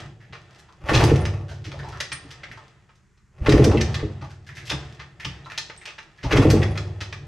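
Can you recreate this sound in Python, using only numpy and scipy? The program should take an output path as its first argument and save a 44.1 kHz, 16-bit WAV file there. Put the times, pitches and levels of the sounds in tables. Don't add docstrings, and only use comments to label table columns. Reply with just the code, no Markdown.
import sys
import numpy as np
from scipy import signal
from scipy.io import wavfile
from scipy.ndimage import uniform_filter1d

SR = 44100
rng = np.random.default_rng(int(sys.argv[2]) if len(sys.argv) > 2 else 0)


def digitize_waveform(pressure):
    field = np.atleast_2d(pressure).T
    bounded = np.clip(field, -1, 1)
    quanta = np.round(bounded * 32767).astype(np.int16)
    wavfile.write(sys.argv[1], SR, quanta)


N = 320607
T = np.arange(N) / SR

# (ratchet bites [s], length of the stroke [s], heave [dB], gears [dB], sag of the gears [dB/s],
# rumble [dB], footpeg ring [dB], factor on the footpeg's pitch [-])
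KICKS = [(0.887, 0.15, -28, -21.5, 1, -6, -39, 1.1), (3.461, 0.18, -17, -22.5, 32, -5.5, -51, 1.7),
         (6.309, 0.193, -16.5, -24, 6.5, -6.5, -36, 1.004)]
# (time [s], level [dB], deep boom against the pipe's note [dB],
# factor on the pipe's pitch [-])
PUFFS = [(0.915, -11, -4.5, 1.0), (0.971, -19.5, 8, 0.76), (1.035, -12, -4, 0.97), (1.116, -7, -2, 1.0),
         (3.484, -7, -1.5, 0.94), (3.539, -6, 2, 0.94), (3.595, -6.5, -10, 0.96), (3.664, -7, -13, 0.99),
         (3.748, -7.5, -25, 0.99), (4.029, -19, 3.5, 0.96), (6.331, -10, -0.5, 0.97),
         (6.385, -6.5, -4, 0.85), (6.453, -6, -6, 0.97), (6.534, -7.5, -6, 0.97)]
# (pitch [Hz], level [dB], t60 [s])
PIPE_MODES = [(62.2, -7.5, 0.2), (102.4, -7.5, 0.33), (138.7, -8.5, 0.31), (226.8, -14, 0.5),
              (331.6, -3.5, 0.15), (361.7, 0.5, 0.055), (437.8, 2, 0.063), (495, -12, 0.034)]
# (frequency [Hz], level [dB])
GAS_COLOUR = [(100, -9), (250, -3.5), (330, 1), (430, -3.5), (520, -0.5), (650, -24), (1500, -38),
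              (5000, -69.5), (12000, -120)]
# (frequency [Hz], level [dB])
GEAR_COLOUR = [(120, -45), (250, -16.5), (450, -6), (850, -11.5), (1350, -14), (1500, -20), (1850, -19.5),
               (2600, -18), (3200, -25), (5900, -37.5), (11900, -45.5), (15000, -66.5)]
# (frequency [Hz], width [Hz], level [dB])
CASE_MODES = [(1260, 120, -8.5), (1500, 46, -13.5), (1844, 120, 2.5), (2025, 36, -0.5), (2584, 60, -4),
              (2870, 57, -13.5), (3370, 56, -2.5), (4150, 20, -43), (4750, 120, -3), (5200, 370, -2),
              (6050, 780, 0)]
# (delay after the bite [s], level [dB],
# treble tilt [dB/octave], chatter decay [s], pitch of the struck part [Hz], its ring [dB])
ENGAGE = [(0.0, -17, -7, 0.012, 1750, 2.5), (0.061, -15, -1, 0.0047, 1900, -4.5)]
# (time [s], level [dB],
# treble tilt [dB/octave], chatter decay [s], pitch of the struck part [Hz], its ring [dB])
CLACKS = [(0.326, -33, -5, 0.021, 2980, -15), (0.585, -45.5, 7.5, 0.015, 1690, 17),
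          (0.935, -15, 0.5, 0.035, 2580, -4), (1.158, -26.5, 6, 0.0066, 1780, 22),
          (1.253, -20, -0.5, 0.006, 1800, -10), (1.484, -39.5, 3.5, 0.037, 1499, 21),
          (1.643, -34, 0.5, 0.027, 1990, -1), (1.714, -32, -3, 0.0085, 2320, -1),
          (1.886, -42, 7, 0.0089, 2270, 14), (2.003, -18.5, 2, 0.0076, 1860, 6.5),
          (2.118, -22, -1, 0.0075, 1880, 2), (2.306, -35.5, 2.5, 0.015, 1934, 5),
          (2.434, -29, -3.5, 0.0081, 2070, 11), (2.89, -49, -6.5, 0.017, 1286, -1.5),
          (2.953, -59.5, 5, 0.013, 1315, 4.5), (3.174, -57.5, 0, 0.01, 1220, 6),
          (3.493, -17, 1.5, 0.0072, 1800, 4), (3.809, -17.5, 2, 0.0062, 6050, 3),
          (3.943, -21.5, -0.5, 0.0073, 1960, -12), (3.994, -31, -8, 0.011, 1330, -9),
          (4.212, -36.5, -3.5, 0.016, 1140, 18), (4.244, -44.5, 1, 0.013, 1500, 6),
          (4.298, -45, 5.5, 0.024, 1490, 25), (4.466, -42, 4.5, 0.014, 1690, 17),
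          (4.553, -37.5, 5, 0.037, 1830, 14), (4.655, -37.5, 7, 0.039, 2020, 4),
          (4.697, -17, 1, 0.012, 3480, -3), (4.711, -23, -12, 0.011, 2590, -4),
          (4.995, -32, -4.5, 0.017, 1960, 3), (5.248, -20.5, -1, 0.006, 2980, 8),
          (5.517, -30, -2.5, 0.0067, 2580, -1), (5.577, -18, 2, 0.0077, 4200, 3),
          (5.698, -29.5, -5.5, 0.0048, 2060, 6), (5.855, -28, 1.5, 0.0049, 2480, -8),
          (5.87, -31.5, -2.5, 0.025, 2580, 6), (5.982, -30, -3.5, 0.0087, 2100, 10),
          (6.231, -30, -2.5, 0.018, 2400, -9), (6.630, -20.5, 0, 0.0059, 1845, 6),
          (6.775, -22, -0.5, 0.0061, 1950, -13), (7.006, -25.5, -1, 0.015, 1825, -29),
          (7.126, -25.5, -2, 0.0055, 2480, -2)]
# (frequency [Hz], level [dB])
STEEL_COLOUR = [(240, -21), (400, -8.5), (1020, -8.5), (1690, -3), (1820, -5.5), (2320, -3), (2540, -1.5),
                (3100, -3), (4130, -4), (11600, -32.5), (13100, -39.5), (15000, -75.5)]
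# (pitch [Hz], level [dB], t60 [s])
FOOTPEG_MODES = [(5200, -1, 0.093), (5460, -1.5, .1), (8400, 2, .13), (9430, -27.5, .25), (11700, -6, .15),
                 (12560, -22, 0.18)]
# (time [s], level [dB], centre [Hz], decay [s])
SCRAPES = [(0.203, -48.5, 1880, 0.061), (0.686, -46.5, 1070, 0.025), (1.005, -18, 740, 0.03),
           (1.411, -55, 880, 0.032), (1.511, -38, 650, 0.017), (1.734, -35, 640, 0.025),
           (1.79, -33, 1720, 0.014), (1.829, -36.5, 805, 0.043), (1.925, -36, 1270, 0.044),
           (2.513, -32.5, 1770, 0.0098), (2.573, -36.5, 1090, 0.0071), (3.575, -39, 830, 0.0098),
           (3.713, -24, 780, 0.02), (3.772, -23, 2110, 0.0086), (4.217, -36.5, 670, 0.034),
           (4.488, -35, 1890, 0.019), (4.569, -35.5, 2000, 0.032), (4.673, -35, 2540, 0.028),
           (5.198, -31.5, 2140, 0.066), (5.459, -36, 1020, 0.0099), (5.499, -34, 2070, 0.038),
           (5.813, -38, 1900, 0.015), (6.182, -43.5, 2010, 0.1), (6.242, -29.5, 800, 0.023),
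           (6.322, -16, 2130, 0.012), (6.424, -41.5, 1420, 0.011), (6.617, -25, 1820, 0.015),
           (6.754, -33.5, 1890, 0.015)]
# (time [s], level [dB], pitch [Hz], decay [s])
SQUEAKS = [(1.207, -48.5, 9660, 0.0092), (2.127, -32.5, 8800, 0.0045), (2.131, -33, 9160, 0.0047),
           (2.127, -53, 15200, .008), (5.447, -49.5, 3930, 0.017), (5.777, -40.5, 8440, 0.0031),
           (6.708, -57, 9680, 0.01)]
# (time [s], level [dB],
# factor on the frame's pitch [-], knock against the low thud [dB])
BUMPS = [(0.004, -38, 0.79, 6), (0.053, -32.5, 1.02, -5), (0.3, -35, 0.95, -6.5), (0.835, -32, 0.89, -11),
         (1.673, -29, 0.99, 5), (2.123, -34.5, 0.94, -2.5), (2.243, -34, 0.89, 6),
         (2.499, -35.5, 0.79, 2.5), (3.416, -21, 0.71, 0.5), (4.217, -31, 0.95, 1.5),
         (4.724, -19.5, 0.99, 2.5), (5.257, -23, 0.95, -3.5), (6.054, -52.5, 1.05, 11),
         (6.238, -18.5, 0.89, 5), (7.01, -35, 0.99, 6)]
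# (pitch [Hz], level [dB], t60 [s])
FRAME_MODES = [(71.3, -5, 0.42), (138.4, 1.5, 0.25), (179.5, -3.5, 0.25), (202, -9.5, 0.07),
               (310, -4, 0.13), (423, 0, 0.032)]
# (time [s], rumble [dB], rustle [dB])
ROCKING = [(0.0, -33, -36.5), (0.16, -37, -66.5), (0.55, -43, -50.5), (0.78, -51, -63), (1.55, -34, -60),
           (1.882, -23.5, -44), (2.06, -38.5, -50.5), (2.6, -42.5, -48.5), (2.78, -51, -61.5),
           (3.28, -62.5, -83), (3.8, -49, -36), (4.42, -41.5, -63), (4.78, -29, -42), (5.14, -43.5, -60),
           (5.3, -32.5, -49.5), (6.13, -55, -57.5), (6.6, -56, -52), (7.27, -28, -53)]
# (frequency [Hz], level [dB])
RUMBLE_COLOUR = [(15, -29.5), (30, -18), (45, -14), (68, -2), (85, -3.5), (105, -2), (140, -2.5),
                 (175, -12.5), (260, -24.5), (340, -16), (480, -24), (800, -31), (2000, -75), (12000, -130)]
# (frequency [Hz], level [dB])
RUSTLE_COLOUR = [(150, 6), (400, 13.5), (1000, 8), (1900, 6), (3200, 4.5), (6000, -15.5), (8000, -13),
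                 (12000, -41.5), (15000, -41)]
# (frequency [Hz], t60 [s])
ECHO_T60 = [(100, 1), (400, 0.44), (1300, 0.44), (3500, 0.48), (7000, 0.49), (14000, 0.045)]
# (frequency [Hz], level [dB], t60 [s])
STANDING_WAVES = [(70.8, -9, 1.2), (80.7, -4.5, 1.5), (99.7, -1, 1.91), (124, -13.5, 0.72),
                  (136.9, -10.5, 2.4)]
# (frequency [Hz], level [dB])
SHARED_ECHO_COLOUR = [(40, -25.5), (150, -14.5), (400, -7.5), (900, -2.0), (3000, -8), (10000, -2.5)]
# (frequency [Hz], level [dB])
SIDE_ECHO_COLOUR = [(60, -39.5), (250, -29), (550, -10.5), (2000, -8), (5000, -9.5), (12000, -5.5)]
# (frequency [Hz], level [dB])
AIR_COLOUR = [(18, -35), (30, -4), (97, -5), (200, -7.5), (253, -25), (426, -22.5), (567, -52.5),
              (978, -26), (1920, -26), (3680, -41), (7060, -34.5), (15000, -64)]

SLACK_DB, SLACK_DB_PER_S, BITE_S = -5, 326, 0.006
COAST_DB_PER_S = 62
LEAD_S, HEAVE_HZ = 0.049, 62
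SHAKE_DB_PER_S, SHAKE_PEAK_S, SHAKE_HOLD_S, SETTLE_DB_PER_S = 231, 0.064, 0.042, 53.5
STOP_DB, STOP_TILT_DB, STOP_DECAY_S, STOP_HZ, STOP_RING_DB = -18, 6.5, 0.0067, 1590, 10.5
BITE_DB, RISE_SHARE = -13.5, 0.2
TICKS_PER_S, TICKS_DB = 25, -12.5
AIR_DB = -60.5
EDGE_HZ = 15150


def exhaust(rise=0.0029, gas_db=-11, level_db=-1):
    out, t = np.zeros(N), T[:SR // 2]
    deep = np.array([hz < 200 for hz, _, _ in PIPE_MODES])[:, None]
    outflow = np.exp(-t / 0.045)
    for s, db, boom_db, pitch in PUFFS:
        modes = ring(PIPE_MODES, t, pitch) * (1 - np.exp(-t / rise))
        note = (modes * ~deep).sum(0)
        boom = (modes * deep).sum(0) * amp(boom_db) / abs(note).max()
        gas = colour(rng.standard_normal(len(t)) * outflow, GAS_COLOUR)
        puff = peaked(note) + amp(6.5) * boom + amp(gas_db) * peaked(gas)
        add(out, s, amp(db + level_db) * puff)
    return out


def gears(swing_db=4, lag_turns=0.72, clump_db=5.0, level_db=-3):
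    puff_times = [row[0] for row in PUFFS]
    turns = np.interp(T, puff_times, np.arange(len(PUFFS)))
    swing = swing_db * np.cos(2 * np.pi * (turns - lag_turns))
    clumps = np.tanh(evened(uniform_filter1d(rng.standard_normal(N), size=300)))
    impacts = grit(N, per_s=1300, spread_db=2.0) * amp(clump_db * clumps)
    teeth = evened(colour(case(impacts), GEAR_COLOUR))
    return teeth * spin() * amp(level_db + swing)


def spin():
    out = np.zeros(N)
    for start, stroke, _, db, sag_db_per_s, *_ in KICKS:
        t = T - start
        slack = amp(SLACK_DB - SLACK_DB_PER_S * abs(t))
        sag_db = sag_db_per_s * np.clip(t, 0, stroke)
        coast_db = COAST_DB_PER_S * np.maximum(t - stroke, 0)
        bite = np.clip(t / BITE_S, 0, 1)
        out += amp(db) * (slack + bite * amp(-sag_db - coast_db))
    return out


def clacks():
    out = np.zeros(N)
    for start, stroke, *_ in KICKS:
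        for delay, *blow in ENGAGE:
            add(out, start + delay, clack(*blow))
        add(out, start + stroke, clack(STOP_DB, STOP_TILT_DB, STOP_DECAY_S, STOP_HZ, STOP_RING_DB))
    for s, *blow in CLACKS:
        add(out, s, clack(*blow))
    return out


def clack(db, tilt_db, decay, hz, ring_db, part_width=0.12, level_db=-3):
    age = T[:SR // 4] / decay
    chatter = grit(len(age), per_s=3000, spread_db=4.0)
    chatter *= (1 - np.exp(-age / RISE_SHARE)) * np.exp(-age)
    chatter /= np.linalg.norm(chatter)
    chatter[0] += amp(BITE_DB)
    steel = case(chatter) + amp(ring_db) * resonate(chatter, hz, part_width * hz)
    return amp(db + level_db) * peaked(colour(steel, STEEL_COLOUR, tilt_db))


def footpeg(rise=0.0015, swell=0.041, boom_db=-21):
    out, boom, t = np.zeros(N), np.zeros(N), T[:2 * SR]
    for start, stroke, *_, db, pitch in KICKS:
        peg = ring(FOOTPEG_MODES, t, pitch).sum(0) * (1 - np.exp(-t / rise))
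        room = ring(STANDING_WAVES, t).sum(0) * (1 - np.exp(-t / swell))
        add(out, start + stroke, amp(db) * peaked(peg))
        add(boom, start + stroke, amp(boom_db) * peaked(room, size=2048))
    return out, boom


def scrapes(rise=0.0009, width=0.54, rasp_db=-9, level_db=-3, bend=0.05, bend_s=0.02):
    out, t = np.zeros(N), T[:SR // 4]
    for s, db, hz, decay in SCRAPES:
        slips = case(grit(len(t), per_s=1100, spread_db=-0.5))
        slips = slips * (1 - np.exp(-t / rise)) * np.exp(-t / decay)
        hollow = resonate(resonate(slips, hz, width * hz), hz, width * hz)
        drift_hz = bend * hz * np.sin(t / bend_s + 2 * np.pi * rng.random())
        shift = np.exp(2j * np.pi * np.cumsum(drift_hz) / SR)
        hollow = (signal.hilbert(hollow) * shift).real
        rasp = colour(slips, STEEL_COLOUR)
        add(out, s, amp(db + level_db) * (peaked(hollow) + amp(rasp_db) * peaked(rasp)))
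    return out


def squeaks(rise=0.00023, glide=0.054, glide_s=0.0012, waver=0.012):
    out, t = np.zeros(N), T[:SR // 5]
    for s, db, hz, decay in SQUEAKS:
        wobble = evened(uniform_filter1d(rng.standard_normal(len(t)), size=64))
        pitch_hz = hz * (1 - glide * np.exp(-t / glide_s) + waver * wobble)
        whistle = np.sin(2 * np.pi * np.cumsum(pitch_hz) / SR)
        whistle *= (1 - np.exp(-t / rise)) * np.exp(-t / decay)
        add(out, s, amp(db) * peaked(whistle))
    return out


def bumps(rise=0.006, level_db=-4):
    out, t = np.zeros(N), T[:SR // 2]
    knocks = np.array([hz > 260 for hz, _, _ in FRAME_MODES])[:, None]
    for s, db, pitch, knock_db in BUMPS:
        modes = ring(FRAME_MODES, t, pitch) * amp(knock_db * knocks)
        add(out, s, amp(db + level_db) * peaked(modes.sum(0) * (1 - np.exp(-t / rise))))
    return out


def heaves(swell=0.0095):
    out, t = np.zeros(N), T[:SR // 4]
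    bounce = peaked(t * np.exp(-t / swell) * np.sin(2 * np.pi * HEAVE_HZ * t))
    for start, _, db, *_ in KICKS:
        add(out, start - LEAD_S, amp(db) * bounce)
    return out


def rocking(rumble_db=-9, rustle_db=-4):
    s, low_db, high_db = np.transpose(ROCKING)
    rumble = evened(colour(rng.standard_normal(N), RUMBLE_COLOUR))
    rumble *= np.hypot(shake(), amp(np.interp(T, s, low_db)))
    rustle = evened(colour(case(grit(N, per_s=1200, spread_db=0.5)), RUSTLE_COLOUR))
    rustle *= amp(np.interp(T, s, high_db))
    return amp(rumble_db) * rumble + amp(rustle_db) * rustle


def shake():
    out = np.zeros(N)
    for start, stroke, _, _, _, db, *_ in KICKS:
        swell_db = SHAKE_DB_PER_S * np.maximum(start + SHAKE_PEAK_S - T, 0)
        settle_db = SETTLE_DB_PER_S * np.maximum(T - start - stroke - SHAKE_HOLD_S, 0)
        out += amp(db - swell_db - settle_db)
    return out


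def ticks(tilt_db=3):
    s, _, moving_db = np.transpose(ROCKING)
    taps = evened(colour(case(grit(N, per_s=TICKS_PER_S, spread_db=4.0)), STEEL_COLOUR, tilt_db))
    return taps * amp(np.interp(T, s, moving_db) + TICKS_DB)


def garage(x, wall_db, wide_db=-2, standing_db=-1):
    boom = np.zeros(N)
    for hz, db, t60 in STANDING_WAVES:
        width_hz = np.log(1000) / np.pi / t60
        boom += amp(db + standing_db) * resonate(x, hz, width_hz)
    shared = signal.fftconvolve(colour(x, SHARED_ECHO_COLOUR), echo())[:N] * amp(wall_db)
    side = signal.fftconvolve(colour(x, SIDE_ECHO_COLOUR), echo())[:N] * amp(wall_db + wide_db)
    mid = x + boom + shared
    return np.array([mid + side, mid - side])


def echo(early_db=5, early_s=0.042):
    t = T[:SR]
    taps = rng.choice([-1., 1.], SR) * (rng.random(SR) < 5000 / SR) * (t > 0.002)
    early = 1 + amp(early_db) * np.exp(-t / early_s)
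    hz, at, bands = signal.stft(taps * early, SR, nperseg=256)
    fade = amp(-60 * at / read(ECHO_T60, hz)[:, None])
    tail = signal.istft(bands * fade, SR, nperseg=256)[1]
    return tail / np.linalg.norm(tail)


def air():
    shared, left, right = (evened(colour(noise, AIR_COLOUR)) for noise in rng.standard_normal((3, N)))
    return amp(AIR_DB) * (shared + 0.42 * np.array([left, right]))


def case(x):
    return x + sum(amp(db) * resonate(x, hz, width) for hz, width, db in CASE_MODES)


def grit(count, per_s, spread_db):
    size = amp(spread_db * np.minimum(rng.exponential(1, count), 4))
    hits = rng.random(count) < per_s / SR
    return evened(size * rng.choice([-1, 1], count) * hits)


def ring(modes, t, pitch=1):
    return np.array([amp(db - 60 * t / t60) * np.sin(2 * np.pi * hz * pitch * t) for hz, db, t60 in modes])


def resonate(x, hz, width):
    r = np.exp(-np.pi * width / SR)
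    return 2 * signal.lfilter([1 - r], [1, -r * np.exp(2j * np.pi * hz / SR)], x).real


def colour(x, points, tilt_db=0, size=8192):
    hz = abs(np.fft.fftfreq(size, 1 / SR))
    octaves = np.log2(np.maximum(hz, 1000) / 1000)
    log_gain = np.log(amp(read(points, hz) + tilt_db * octaves))
    taps = np.fft.ifft(np.exp(np.conj(signal.hilbert(log_gain)))).real
    return signal.fftconvolve(x, taps[:size // 2])[:len(x)]


def read(points, hz):
    f, value = np.transpose(points)
    return np.interp(np.log(hz + 1), np.log(f + 1), value)


def amp(db):
    return 10 ** (np.asarray(db) / 20)


def evened(x):
    return x / np.sqrt(np.mean(x ** 2) + 1e-20)


def peaked(x, size=256):
    return x / np.sqrt(uniform_filter1d(x ** 2, size).max() + 1e-20)


def add(mix, s, sound):
    part = mix[max(round(s * SR), 0):][:len(sound)]
    part += sound[:len(part)]


def scene():
    peg, boom = footpeg()
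    bike = garage(exhaust(), wall_db=-1.0)
    bike += garage(gears(), wall_db=0)
    bike += garage(clacks() + ticks() + peg, wall_db=1.5) + boom
    bike += garage(scrapes() + squeaks(), wall_db=2.0)
    bike += garage(bumps() + heaves() + rocking(), wall_db=3)
    return amp(-3.0) * bike + air()


def record(dry):
    low_pass = signal.firwin(511, EDGE_HZ, window=("kaiser", 9), fs=SR)
    return signal.oaconvolve(dry, low_pass[None], "same")


dry = scene()
out = record(dry)
digitize_waveform(out)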